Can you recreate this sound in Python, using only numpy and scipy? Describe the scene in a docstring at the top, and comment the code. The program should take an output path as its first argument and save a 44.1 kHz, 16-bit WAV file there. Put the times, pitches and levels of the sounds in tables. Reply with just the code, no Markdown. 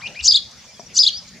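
"""Bare ground in scrub: a quail close to the microphone gives two soft peeps, then two loud chirps.
Each chirp opens with a rasp, leaps to a whistle in which the two sides of the syrinx beat, and ends
in two quick arches. Small birds whistle farther off to the right; the scrub scatters all the calls.
One knock, faint rustles and two puffs of air on the microphone sit over a quiet hush."""
import sys
import numpy as np
from scipy import signal
from scipy.fft import rfft, irfft
from scipy.io import wavfile
from scipy.ndimage import uniform_filter1d, minimum_filter1d

SR = 44100
rng = np.random.default_rng(int(sys.argv[2]) if len(sys.argv) > 2 else 0)


def generate_wav(sig):
    """Save sig (samples, or channels by samples) to the path in sys.argv[1] as 16-bit PCM at SR."""
    pcm = np.round(np.clip(np.atleast_2d(sig).T, -1, 1) * 32767).astype(np.int16)
    wavfile.write(sys.argv[1], SR, pcm)


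N = 61739
T = np.arange(N) / SR
JITTER_RATE_HZ = 508


def quail_chirps():
    """Two voices glide a few hundred hertz apart and beat; fast glides turn hoarse."""
    # chirp contours: (time [s], pitch [Hz], level [dB], octave level [dB],
    # second voice offset [Hz], second voice re first [dB])
    first_chirp = [(.232, 3000, -58.5, -50, 599.4, 8), (.245, 2896, -51, -29, 550.6, -1.5),
                   (.257, 2810, -42.5, -22.5, 371, 7.5), (.273, 3105, -36, -12.5, 395, -12),
                   (.277, 3845, -16, -30.5, 300, -16), (.281, 4720, -7, -36, 452, -6),
                   (.287, 4916, -10, -56, 347, -1), (.305, 4820, -16.5, -49, 270, -8.5),
                   (.310, 4502, -18.5, -53.5, 355, 10.5), (.315, 3570, -23, -39, 495, -8),
                   (.319, 3423, -21, -48, 400, -29), (.323, 4490, -10.5, -40, 253, -22),
                   (.327, 4890, -9.5, -47, 250, -18), (.330, 4130, -18.5, -42, 400, 0),
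                   (.333, 3177, -26.5, -32, 300, -26), (.340, 3425, -20, -30.5, 202, -32),
                   (.345, 3570, -11.5, -28.5, 150, -35), (.356, 3910, -10.5, -41, 149, -29),
                   (.361, 4493, -10, -37, 494, -1), (.366, 3573, -18.5, -32, 495, -29),
                   (.372, 3280, -17, -30.5, 398, -12), (.376, 3607, -14.5, -41, 840, -6),
                   (.383, 3060, -36, -50, 694, 1)]
    second_chirp = [(.942, 2800, -62, -50, 600, 1), (.962, 2859, -49.5, -35, 600, 6.5),
                    (.970, 3000, -41, -21, 510, -20), (.978, 3023, -37.5, -11, 204, -15),
                    (.982, 3200, -33, -12, 304, -12), (.987, 3767, -17.5, -30.5, 306, -15),
                    (.993, 4710, -8, -38.5, 400, -6), (.998, 4950, -10.5, -51, 317, -4),
                    (1.015, 4890, -13, -51, 272, -4.5), (1.022, 4863, -15, -48, 320, 0),
                    (1.027, 3697, -28, -41, 593, -33), (1.034, 3360, -19.5, -33.5, 400, -8),
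                    (1.038, 4657, -10, -41, 250, -15), (1.042, 4950, -9.5, -70, 294, -19),
                    (1.047, 3576, -28, -42, 294, -10), (1.054, 3318, -17.5, -28.5, 198, -15),
                    (1.062, 3450, -27, -41, 150, -25), (1.065, 3517, -11.5, -29.5, 149, -46),
                    (1.074, 3972, -9.5, -46, 199, -20), (1.078, 4470, -10, -50, 442, -6.5),
                    (1.084, 3325, -17, -32, 450, -6), (1.090, 3224, -17.5, -31.5, 456, -25),
                    (1.097, 2720, -36, -41, 503, -8)]
    # air hiss riding on the tones: (frequency [Hz], density [dB])
    air_colour = [(600, -34), (1600, -11), (3000, -3.5), (6500, 4.5), (9000, -8.5), (12000, -12.5),
                  (16000, -24)]
    hoarse_hz_per_s, air_db = 44000, -30
    chirps = np.zeros(N)
    for contour in (first_chirp, second_chirp):
        hz, level_db, octave_db, offset_hz, second_db = follow(contour, T)
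        glide_hz_per_s = uniform_filter1d(abs(np.gradient(hz)) * SR, size=200)
        hoarseness = 0.3 + np.tanh(glide_hz_per_s / hoarse_hz_per_s)
        air = amp(air_db + level_db) * hoarseness * noise(lambda f: amp(at_hz(air_colour, f)))
        lower = syrinx_voice(hz, level_db, octave_db)
        upper = amp(second_db) * syrinx_voice(hz + offset_hz, level_db, octave_db)
        chirps += gate(contour[0][0], contour[-1][0]) * (lower + upper + air)
    return chirps


def syrinx_voice(hz, level_db, octave_db):
    """One side of the syrinx: a slightly unsteady tone with two rougher overtones."""
    # throat response on the overtones: (frequency [Hz], gain [dB])
    throat = [(3000, 6.5), (7300, 0), (8500, -4.5), (10500, -7), (12000, -22), (16000, -28)]
    jitter, rough_rad, third_db, shimmer_db = 0.009, 0.26, -14, 1.5
    phase = phase_of(hz * (1 + jitter * wander(JITTER_RATE_HZ)))
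    rough_phase = phase + rough_rad * wander(2 * JITTER_RATE_HZ)
    third_gain = amp(third_db) / (1 + amp(octave_db - level_db))
    overtones = np.sin(2 * rough_phase) + third_gain * np.sin(3 * rough_phase)
    tone = amp(level_db) * np.sin(phase) + coloured(amp(octave_db) * overtones, throat)
    return np.sqrt(2) * amp(shimmer_db * wander(JITTER_RATE_HZ)) * tone


def quail_rasps():
    """A grainy swell with a ragged falling tone, before each chirp's whistle locks in."""
    # rasps: (start [s], peak [s], end [s], level [dB])
    swells = [(.222, 0.247, .277, -20.5), (0.942, 0.968, 0.99, -20)]
    # rasp noise: (frequency [Hz], density [dB])
    colour = [(1500, -55), (2700, -26), (3800, -17.5), (4600, 4.5), (5100, 2.5), (5500, 1), (6300, -9),
              (7300, -8), (8000, -18), (10000, -32.5), (16000, -43)]
    rise_db, fade_db, grain_db, grain_hz = 25, 14.5, 1.5, 615
    fall_hz, tone_db, jitter = (7800, 6230), -7, 0.0351
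    rasps = np.zeros(N)
    for start, peak, end, db in swells:
        swell_db = np.interp(T, [start, peak, end], [-rise_db, 0, -fade_db])
        swell_db += grain_db * wander(grain_hz)
        hz = np.interp(T, [start, end], fall_hz) * (1 + jitter * wander(grain_hz))
        tone = amp(tone_db) * np.sqrt(2) * np.sin(phase_of(hz))
        hiss = noise(lambda f: amp(at_hz(colour, f)))
        rasps += gate(start, end) * amp(db + swell_db) * (tone + hiss)
    return rasps


def quail_peeps():
    """Soft notes that step up, flutter as the second voice joins, and drop away."""
    # peeps: (start [s], length [s], gain [dB])
    notes = [(.008, .072, -27), (0.145, .070, -27.5)]
    # peep contour: (progress [0-1], pitch [Hz], level [dB], octave level [dB])
    contour = [(0, 1404, -26, -24), (.22, 2251, -11, -22.5), (.33, 2453, -7.5, -24),
               (.62, 2443, -9.5, -27.5), (.7, 2646, -4, -22), (.87, 2930, 0.5, -16.5),
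               (.92, 2154, -17.5, -13), (1, 1530, -28, -10.5)]
    beat_hz, second_db = 228.8, -12.5
    peeps = np.zeros(N)
    for start, length, db in notes:
        progress = (T - start) / length
        hz, level_db, octave_db = follow(contour, progress)
        joined = np.clip((progress - 0.62) / 0.08, 0, 1)
        lower = amp(second_db) * joined * syrinx_voice(hz - beat_hz, level_db, octave_db)
        upper = syrinx_voice(hz, level_db, octave_db)
        peeps += gate(start, start + length) * amp(db) * (upper + lower)
    return peeps


def distant_birds():
    """Small birds whistle short, pure glides."""
    # whistles: (start [s], length [s], start pitch [Hz], end pitch [Hz], level [dB])
    glides = [(0.519, 0.028, 5800, 5360, -53), (0.573, .035, 6100, 5360, -50),
              (.632, 0.045, 6200, 5530, -50.5), (0.688, .028, 6100, 5370, -51),
              (.715, 0.052, 5400, 4750, -49.5), (0.727, 0.076, 3600, 3090, -54.5),
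              (0.671, 0.056, 2380, 2314, -57), (0.757, 0.043, 2200, 2630, -60),
              (0.793, 0.022, 6080, 5390, -40.5), (.861, 0.019, 6080, 5430, -41),
              (.934, 0.026, 6050, 5510, -38.5), (1.115, .074, 4150, 5200, -29.5),
              (1.163, 0.022, 5950, 5680, -36.5), (1.17, 0.035, 5850, 4730, -34),
              (1.273, 0.032, 6750, 6600, -47)]
    jitter = 0.0048
    whistles = np.zeros(N)
    for start, length, from_hz, to_hz, db in glides:
        hz = np.interp(T, [start, start + length], [from_hz, to_hz])
        hz *= 1 + jitter * wander(JITTER_RATE_HZ)
        whistles += np.sqrt(2) * amp(db) * arch(start, length) * np.sin(phase_of(hz))
    return whistles


def knock():
    """One dull, woody knock: a sum of damped modes."""
    # modes: (frequency [Hz], level [dB], t60 [s])
    modes = [(216, -7, 0.097), (414, -10.5, 0.069), (640, -0.5, 0.021), (688, -7, 0.098),
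             (940, -5.5, 0.035), (1780, -17, 0.022)]
    start_s, gain_db, low_cut_hz = 0.796, -32, 176
    t = np.maximum(T - start_s, 0)
    ring = sum(amp(db - 60 * t / t60) * np.sin(2 * np.pi * hz * t) for hz, db, t60 in modes)
    low_cut = signal.butter(2, low_cut_hz, "high", fs=SR, output="sos")
    return amp(gain_db) * signal.sosfilt(low_cut, ring)


def feather_rustles():
    """Small dry rustles of the quail's feet and feathers: swells of band noise."""
    # stirs: (start [s], length [s], centre [Hz], level [dB])
    stirs = [(.508, .016, 6360, -49), (0.884, 0.058, 2580, -47.5), (1.266, 0.035, 4670, -46),
             (1.342, .055, 2100, -49.5)]
    log_width = 0.2
    rustles = np.zeros(N)
    for start, length, hz, db in stirs:
        band = noise(lambda f: np.exp(-(np.log((f + 1) / hz) / log_width) ** 2 / 2))
        rustles += amp(db) * arch(start, length) * band
    return rustles


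def air_puffs():
    """Air on the microphone: brief low rumbles, independent in each channel."""
    # puffs: (start [s], length [s], level [dB])
    puffs = [(0.194, 0.077, -38.5), (0.318, 0.034, -42)]
    centre_hz, width_hz = 69, 22
    envelope = sum(amp(db) * arch(start, length) for start, length, db in puffs)
    rumble = [noise(lambda f: np.exp(-((f - centre_hz) / width_hz) ** 2)) for _ in range(2)]
    return envelope * np.array(rumble)


def scrub_echo(calls, peeps):
    """Dense scatter off ground and bushes, wider in the treble, with a faint longer tail."""
    # scatter of the calls: (frequency [Hz], gain [dB])
    call_colour = [(600, -9), (2400, 9.5), (3000, -1), (3300, 1), (3800, -3.5), (5000, 0.5), (6200, -2.5),
                   (8000, -4), (14000, 6)]
    # scatter of the peeps, whose held note lingers: (frequency [Hz], gain [dB])
    peep_colour = [(1400, 9), (2250, -2), (2410, 12), (2560, 3.5), (2900, 1.5), (4000, 1.5), (6000, 0)]
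    # scatter width: (frequency [Hz], left-right coherence [0-1])
    stereo_coherence = [(500, 0.7), (3300, 0.82), (4200, 0.41), (5000, 0.26), (6200, 0.12), (12000, 0.072)]
    delay_s = 0.005
    near, far = (-9, 0.21), (-24.5, 0.91)  # (level [dB], t60 [s])
    t = np.maximum(T - delay_s, 0)
    spectra = rfft(rng.standard_normal((3, N)))
    coherence = at_hz(stereo_coherence, np.fft.rfftfreq(N, 1 / SR))
    taps = irfft(np.sqrt(coherence) * spectra[0] + np.sqrt(1 - coherence) * spectra[1:], N)
    power = sum(amp(db) ** 2 * unit((t > 0) * amp(-60 * t / t60)) ** 2 / N for db, t60 in (near, far))
    send = coloured(calls, call_colour) + coloured(peeps, peep_colour)
    return signal.fftconvolve(send[None], taps * np.sqrt(power), axes=1)[:, :N]


def hush():
    """Distant rumble and high hiss with drifting patches."""
    # background spectrum: (frequency [Hz], density [dB])
    colour = [(15, -33), (30, -34), (70, -2.5), (120, -3.5), (205, 0.5), (290, -15), (430, -14), (580, -11),
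              (760, -16), (1100, -15.5), (1400, -18.5), (2300, -12.5), (2700, -16), (3900, -18.5),
              (4400, -12), (5700, -11), (6550, -13.5), (8100, -25.5), (15500, -41.5)]
    # background width: (frequency [Hz], left-right coherence [0-1])
    stereo_coherence = [(30, .3), (70, 0.92), (150, .85), (1500, 0.84), (5000, 0.24), (12000, 0.18)]
    # low-mid lift: (time [s], gain [dB])
    mid_lift = [(0, 5.5), (.1, 7.5), (.22, -1), (.9, -1.5), (1.4, -2)]
    rms_db, patch_db, mid_hz = -45.5, 3.5, 600
    frames, hz = N // 256 + 5, np.fft.rfftfreq(1024, 1 / SR)
    left_re, left_im, own_re, own_im, patches = rng.standard_normal((5, frames, len(hz)))
    coherence = at_hz(stereo_coherence, hz)
    left = left_re + 1j * left_im
    right = coherence * left + np.sqrt(1 - coherence ** 2) * (own_re + 1j * own_im)
    patches = unit(uniform_filter1d(uniform_filter1d(patches, size=8, axis=0), size=8, axis=1))
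    lift_db, = follow(mid_lift, np.linspace(0, N / SR, frames))
    mid_band = np.exp(-(np.log((hz + 1) / mid_hz) / 1.26) ** 2)
    shape_db = at_hz(colour, hz) + patch_db * patches + lift_db[:, None] * mid_band
    spectra = np.array([left, right]) * amp(shape_db)
    _, pair = signal.istft(spectra.transpose(0, 2, 1), nperseg=1024, noverlap=768)
    return amp(rms_db) * unit(pair[:, :N])


def mic_ports(x, left_lag_s=0):
    """Each port colours the sound; sound from the right reaches the left one later."""
    # port imbalance: (frequency [Hz], left minus right [dB])
    balance = [(100, -1), (600, 9), (1300, .4), (2500, 4), (3300, -.7), (4100, 3), (5000, 2), (5800, 4.5),
               (6600, 0.8), (7700, 3), (11000, -.5)]
    hz = np.fft.rfftfreq(2 * N, 1 / SR)
    side = np.array([[0.5], [-0.5]])
    gain = amp(side * at_hz(balance, hz))
    delay = np.exp(-2j * np.pi * hz * side * left_lag_s)
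    return irfft(rfft(x, 2 * N) * gain * delay, 2 * N)[:, :N]


def amp(db):
    """Decibels to gain."""
    return 10 ** (np.asarray(db) / 20)


def unit(x):
    """Scales to unit rms."""
    return x / np.sqrt(np.mean(x ** 2) + 1e-20)


def phase_of(hz):
    """Running phase [rad] of a pitch curve."""
    return 2 * np.pi * np.cumsum(hz) / SR


def at_hz(table, hz):
    """Interpolates a table on a log-frequency axis."""
    f, value = np.transpose(table)
    return np.interp(np.log(hz + 1), np.log(f + 1), value)


def follow(table, t):
    """Interpolates the other columns at positions t along the first."""
    axis, *columns = np.transpose(table)
    return [np.interp(t, axis, column) for column in columns]


def coloured(x, colour):
    """Filters by a table of (frequency [Hz], gain [dB])."""
    gain = amp(at_hz(colour, np.fft.rfftfreq(2 * N, 1 / SR)))
    return irfft(rfft(x, 2 * N) * gain)[:N]


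def noise(gain):
    """Unit-rms noise with the spectrum gain(Hz)."""
    return unit(irfft(rfft(rng.standard_normal(N)) * gain(np.fft.rfftfreq(N, 1 / SR)), N))


def wander(rate_hz):
    """Random drift up to about rate_hz."""
    return noise(lambda f: np.exp(-(f / rate_hz) ** 2))


def gate(start_s, end_s, edge_s=0.0011):
    """Soft-edged on/off envelope."""
    return np.sin(np.pi / 2 * np.clip(np.minimum(T - start_s, end_s - T) / edge_s, 0, 1)) ** 2


def arch(start_s, length_s):
    """Half-sine envelope."""
    return np.sin(np.pi * np.clip((T - start_s) / length_s, 0, 1))


def scene():
    """Quail in front, small birds farther off to the right, all in open air."""
    chirps = quail_chirps() + quail_rasps()
    peeps = quail_peeps()
    birds = distant_birds()
    near = chirps + peeps + knock() + feather_rustles()
    echo = scrub_echo(chirps + birds, peeps)
    return mic_ports(near + echo) + mic_ports(birds, left_lag_s=34e-6) + hush() + air_puffs()


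def record(dry):
    """A quick limiter holds the loudest peaks, which just clip; then a low-pass."""
    ceiling, limiter_s, cutoff_hz = 1.03, 0.002, 15725
    size = round(limiter_s * SR)
    gain = np.minimum(1, ceiling / (abs(dry).max(0) + 1e-9))
    held = dry * uniform_filter1d(minimum_filter1d(gain, size=size), size=size)
    low_pass = signal.firwin(511, cutoff_hz, window=("kaiser", 9), fs=SR)
    return signal.oaconvolve(np.clip(held, -1, 1), low_pass[None], "same")


dry = scene()
out = record(dry)
generate_wav(out)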